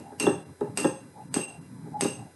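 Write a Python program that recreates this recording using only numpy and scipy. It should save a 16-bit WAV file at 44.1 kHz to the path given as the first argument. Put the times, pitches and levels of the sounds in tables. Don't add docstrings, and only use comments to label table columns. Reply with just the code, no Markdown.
import sys
import numpy as np
from scipy import signal
from scipy.fft import rfft, irfft
from scipy.io import wavfile

SR = 44100
rng = np.random.default_rng(int(sys.argv[2]) if len(sys.argv) > 2 else 0)


def nominal_scale(level):
    x = np.asarray(level, float) / 20
    return 10 ** x


def put_to_file(sound):
    columns = np.atleast_2d(sound).T
    safe = np.clip(columns, -1, 1)
    whole_steps = np.round(safe * 32767)
    wavfile.write(sys.argv[1], SR, whole_steps.astype(np.int16))


N = 103635
TIME_S = np.arange(N) / SR

# f/Hz, level/dB
WHINE_TONES = [(1001, -76), (1529, -79), (2003, -77), (4011, -78), (5012, -77), (5809, -85), (6013, -83),
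               (7014, -90), (8000, -83), (8667, -83), (8699, -75), (10024, -82), (11025, -76), (11590, -92)]
# f/Hz, density/dB per Hz
HISS_COLOUR = [(880, -21), (1500, 5.5), (2470, 1.5), (2700, -9.5), (3880, -1.5), (4370, -4), (4940, -6),
               (8880, -2), (11800, 2.5), (15300, -73), (22000, -120)]
# f/Hz, density/dB per Hz
AIR_COLOUR = [(60, -36), (90, 14), (130, -10.5), (400, 6), (800, -8), (1200, -12), (1700, -10),
              (2300, -54.5)]
# t/s, length/s, loss/dB
TREBLE_DROPS = [(.445, .018, -12), (1.30, .018, -14), (1.47, .018, -10), (1.60, .018, -10),
                (1.958, .015, -22)]
# t/s, level/dB
DRAG_PRESSURE = [(0, -47), (.15, -50.5), (.3, -28.5), (0.442, -50.5), (0.498, -32), (0.568, -71),
                 (.7, -39.5), (1.0, -44.5), (1.07, -43), (1.135, -54.5), (1.2, -46), (1.33, -37.5),
                 (1.48, -49), (1.56, -42.5), (1.85, -43), (1.97, -41), (2.22, -39.5), (2.35, -64)]
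# f/Hz, density/dB per Hz
RUMBLE_COLOUR = [(50, -44.5), (100, -5), (140, 1), (300, -6), (400, -28.5), (550, -48), (900, -22),
                 (1500, -36)]
# start t/s, length/s, level/dB, f/Hz
TIP_RUBS = [(-0.01, 0.22, -49, 826), (0.643, 0.068, -44.5, 890), (1.124, 0.14, -46, 844),
            (1.4, 0.24, -53, 775), (1.83, 0.089, -55.5, 820), (1.905, 0.1, -43, 845),
            (2.108, 0.24, -52, 780)]
# start t/s, length/s, level/dB, f/Hz
SINGING_NOTES = [
    (1.932, 0.057, -29.5, 840),
    (1.975, 0.042, -32.5, 827),
]
# t/s, level/dB, rattle length/s, contact hardness f/Hz
FOOT_THUMPS = [(0.0, -33, 0.019, 600), (0.12, -35, 0.022, 1500), (0.202, -21, 0.1, 1230),
               (0.2663, -10, 0.017, 1170), (0.61, -15, 0.025, 740), (.67, -52, 0.018, 1500),
               (.775, -24, 0.048, 1510), (0.807, -29, 0.017, 600), (0.844, -8.5, 0.021, 1150),
               (1.343, -29.5, 0.034, 1480), (1.362, -16, 0.032, 1000), (1.859, -37, 0.032, 810),
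               (2.017, -18, 0.025, 810), (2.045, -14, 0.014, 1000), (2.189, -39, 0.025, 810)]
# f/Hz, level/dB, t60/s
TABLE_MODES = [(146, -7, 0.05), (172, -5, 0.068), (245.6, -1.5, 0.093), (301.2, -1, 0.095),
               (369, -0.5, 0.069), (415.6, 0.5, 0.064), (529.6, -6, 0.08), (600, -8, 0.052),
               (835, -3, 0.033), (1000, -4.5, 0.02), (1286, -5.5, 0.023), (1610, -9, 0.032),
               (1820, -9, 0.026)]
# t/s, level/dB, f/Hz
SPOON_TOUCHES = [(0.218, -37, 4210), (0.23, -35.5, 3910), (.2665, -27.5, 3460), (0.608, -51, 3780),
                 (0.8446, -32.5, 3430), (1.377, -35.5, 3280), (2.045, -34, 3780)]
# t/s, crack level/dB, low mode
# level/dB, middle mode level/dB, high mode level/dB
SPOON_CLINKS = [(0.0, -38.5, -61, -83, -63), (0.1986, -14, -29.5, -28.5, -25.5),
                (0.268, -70, -41, -73, -55), (.609, -42.5, -64, -89, -58), (.7736, -12.5, -33, -39.5, -24),
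                (0.851, -72, -41, -41.5, -40.5), (1.207, -60, -68, -83, -67),
                (1.3416, -15, -39.5, -39, -24), (1.41, -70, -38.5, -68, -41),
                (2.0094, -12, -35.5, -31.5, -25.5), (2.06, -70, -38.5, -70, -56)]
# f/Hz, density/dB per Hz
CRACK_COLOUR = [(300, -3.5), (1000, 2.5), (2000, -2), (4000, -5), (6000, -5), (9000, -2), (11000, -6),
                (13000, 6.5)]
# f/Hz, level/dB, t60/s
LOW_GLASS = [(2751, 0, .15), (2722, -4, .1), (2803, -6, .08), (2570, -4, .06), (3800, -12, .04),
             (2400, -8, .04)]
MIDDLE_GLASS = [(6342, 0, .21), (5500, -5, .08), (6040, -11, .07)]
HIGH_GLASS = [(8168, -4, .2), (8207, 0, .22), (8236, -4, .17), (8291, -6, .1), (8200, 7, .025),
              (11400, -11, .05), (4850, 3, .02)]
GLASS_SWELL_S = (.04, .006, .005)


def rms_one(x):
    return x / np.sqrt(np.mean(x ** 2) + 1e-20)


def shaped(x, points):
    hz = np.fft.rfftfreq(len(x), 1 / SR) + 1
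    f, db = np.transpose(points)
    octaves_out = np.maximum(np.log2(f[0] / hz), 0) + np.maximum(np.log2(hz / f[-1]), 0)
    gain_db = np.interp(np.log(hz), np.log(f), db) - 22 * octaves_out
    return rms_one(irfft(rfft(x) * nominal_scale(gain_db), len(x)))


def drift(rate_hz):
    r = np.exp(-2 * np.pi * rate_hz / SR)
    wander = signal.lfilter([1], [1, -2 * r, r * r], rng.standard_normal(N + SR))
    return rms_one(wander[SR:])


def ring(clicks, hz, t60):
    r, w = nominal_scale(-60 / (t60 * SR)), 2 * np.pi * hz / SR
    return signal.lfilter([0, np.sin(w)], [1, -2 * r * np.cos(w), r * r], clicks + 1e-18)


def hump(start, length):
    return np.sin(np.pi * np.clip((TIME_S - start) / length, 0, 1)) ** 2


def clicks_at(times, levels_db):
    clicks = np.zeros(N)
    clicks[(np.asarray(times) * SR).astype(int)] = nominal_scale(levels_db)
    return clicks


def butter(order, hz, kind="low"):
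    return signal.butter(order, hz, kind, fs=SR, output="sos")


def whine():
    out = np.zeros(N)
    for hz, db in WHINE_TONES:
        out += np.sqrt(2) * nominal_scale(db + 1.5) * np.sin(2 * np.pi * (hz * TIME_S + rng.random()))
    return out


def hiss():
    return nominal_scale(-64.5 + 0.4 * drift(3.2)) * shaped(rng.standard_normal(N), HISS_COLOUR)


def air():
    return nominal_scale(-57.5 + 0.61 * drift(1)) * shaped(rng.standard_normal(N), AIR_COLOUR)


def rumble():
    t, db = np.transpose(DRAG_PRESSURE)
    lumpy = rng.standard_normal(N) * nominal_scale(2.5 * drift(14))
    return nominal_scale(np.interp(TIME_S, t, db) - 2.5) * shaped(lumpy, RUMBLE_COLOUR)


def rubs():
    width_hz, wide_db = 65, -12
    out, noise = np.zeros(N), rng.standard_normal(N)

    def resonance(hz, width):
        t60 = 0.92 / width
        return rms_one(ring(ring(noise, hz, t60), hz, t60))

    for start, length, db, hz in TIP_RUBS:
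        swell = hump(start, length)
        narrow, wide = resonance(hz, width_hz), resonance(hz, 8 * width_hz)
        narrow = narrow / np.sqrt(np.sum(swell * narrow ** 2) / np.sum(swell))
        out += nominal_scale(db) * swell * (narrow + nominal_scale(wide_db) * wide)
    return out


def sings():
    out = np.zeros(N)
    for start, length, db, hz in SINGING_NOTES:
        out += nominal_scale(db) * hump(start, length) * np.sin(2 * np.pi * hz * TIME_S)
    return out


def thumps():
    contacts_per_s, contact_db, thump_db = 790, -6, -9.5
    force = np.zeros(N)
    rattle = (rng.random(N) < contacts_per_s / SR) * rng.normal(0, nominal_scale(contact_db), N)
    for t, db, length, hardness_hz in FOOT_THUMPS:
        fade = np.exp(-(np.maximum(TIME_S - t, 0) / max(length, .003)) ** 2)
        blow = rattle * (TIME_S > t) * fade
        blow[int(t * SR)] += 1
        force += nominal_scale(db) * signal.sosfilt(butter(2, hardness_hz), blow + 1e-18)
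    out = np.zeros(N)
    for k, (hz, db, t60) in enumerate(TABLE_MODES):
        out += nominal_scale(db) * (-1) ** k * ring(force, hz, t60)
    return nominal_scale(thump_db) * out


def touches():
    ping_t60_s, tick_t60_s, tick_db = .025, .002, -4
    out = np.zeros(N)
    for t, db, hz in SPOON_TOUCHES:
        click = clicks_at([t], db)
        out += ring(click, hz, ping_t60_s)
        out += nominal_scale(tick_db) * ring(click, 1.5 * hz, tick_t60_s)
    return out


def cracks():
    trim_db, t60_s = -1, 0.009
    level = np.zeros(N)
    for t, db, *_ in SPOON_CLINKS:
        level += (TIME_S >= t) * nominal_scale(db + trim_db - 60 * np.maximum(TIME_S - t, 0) / t60_s)
    return level * shaped(rng.standard_normal(N), CRACK_COLOUR)


def crack_for_room(crack):
    rows = np.array(SPOON_CLINKS)
    clicks = clicks_at(rows[:, 0], rows[:, 1])
    return shaped(clicks, CRACK_COLOUR) * np.sqrt(np.mean(crack ** 2))


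def glass_ring():
    strike_spread_db = 2.5
    out, rows = np.zeros(N), np.array(SPOON_CLINKS)
    families = [(LOW_GLASS, 3.5), (MIDDLE_GLASS, -3), (HIGH_GLASS, -7.5)]  # modes, level/dB
    for k, (modes, family_db) in enumerate(families):
        swell_s = GLASS_SWELL_S[k]
        swell_gain = 2 * np.log(1000) / (swell_s * SR)
        spread_db = rng.normal(0, strike_spread_db, (len(rows), len(modes)))
        for (hz, db, t60), own_db in zip(modes, spread_db.T):
            clicks = clicks_at(rows[:, 0], rows[:, 2 + k] + family_db + db + own_db)
            out += ring(ring(clicks, hz, t60), hz, swell_s) * swell_gain
    return out


def room(x):
    split_hz, rise_s = 600, 0.007
    t = np.arange(SR) / SR
    noise = rng.standard_normal((2, SR)) * (1 - np.exp(-t / rise_s))
    answer = np.zeros(SR)
    for v, kind, db, t60_s in zip(noise, ("low", "high"), (-7.5, -6), (0.19, 0.37)):
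        answer += nominal_scale(db) * signal.sosfilt(butter(2, split_hz, kind), v) * nominal_scale(-60 * t / t60_s)
    return signal.fftconvolve(x, answer / np.sqrt(SR * 0.014))[:N]


def dropouts(x):
    high = signal.sosfiltfilt(butter(3, 1960, "high"), x)
    loss_db = sum(db * hump(t - length, 2 * length) for t, length, db in TREBLE_DROPS)
    return x - high * (1 - nominal_scale(loss_db))


def scene():
    tones, crack = glass_ring(), cracks()
    knocks = thumps() + touches()
    background = hiss() + air()
    ring_send_db, crack_send_db = 5, 4.5
    wet = room(nominal_scale(ring_send_db) * tones + nominal_scale(crack_send_db) * crack_for_room(crack) + knocks)
    noisy = dropouts(wet + background + rubs())
    mix = tones + crack + knocks + noisy + sings() + rumble() + whine()
    return mix[None]


def band_limit(x):
    return signal.sosfilt(signal.butter(12, 12860, fs=SR, output="sos"), x)


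def record(dry):
    smear_s, smear_db, top = .022, -17, .5
    ahead = int(smear_s * SR)
    spread = rng.standard_normal(ahead) * np.linspace(0, 1, ahead) / np.sqrt(ahead)
    x = dry + nominal_scale(smear_db) * signal.fftconvolve(dry, spread[None])[:, ahead - 1:]
    x = signal.sosfilt(butter(2, 60, "high"), x)
    x = top * np.tanh(x / top)
    x = signal.sosfilt(signal.cheby2(14, 36, 11900, fs=SR, output="sos"), x)
    return band_limit(x)


dry = scene()
out = record(dry)
put_to_file(out)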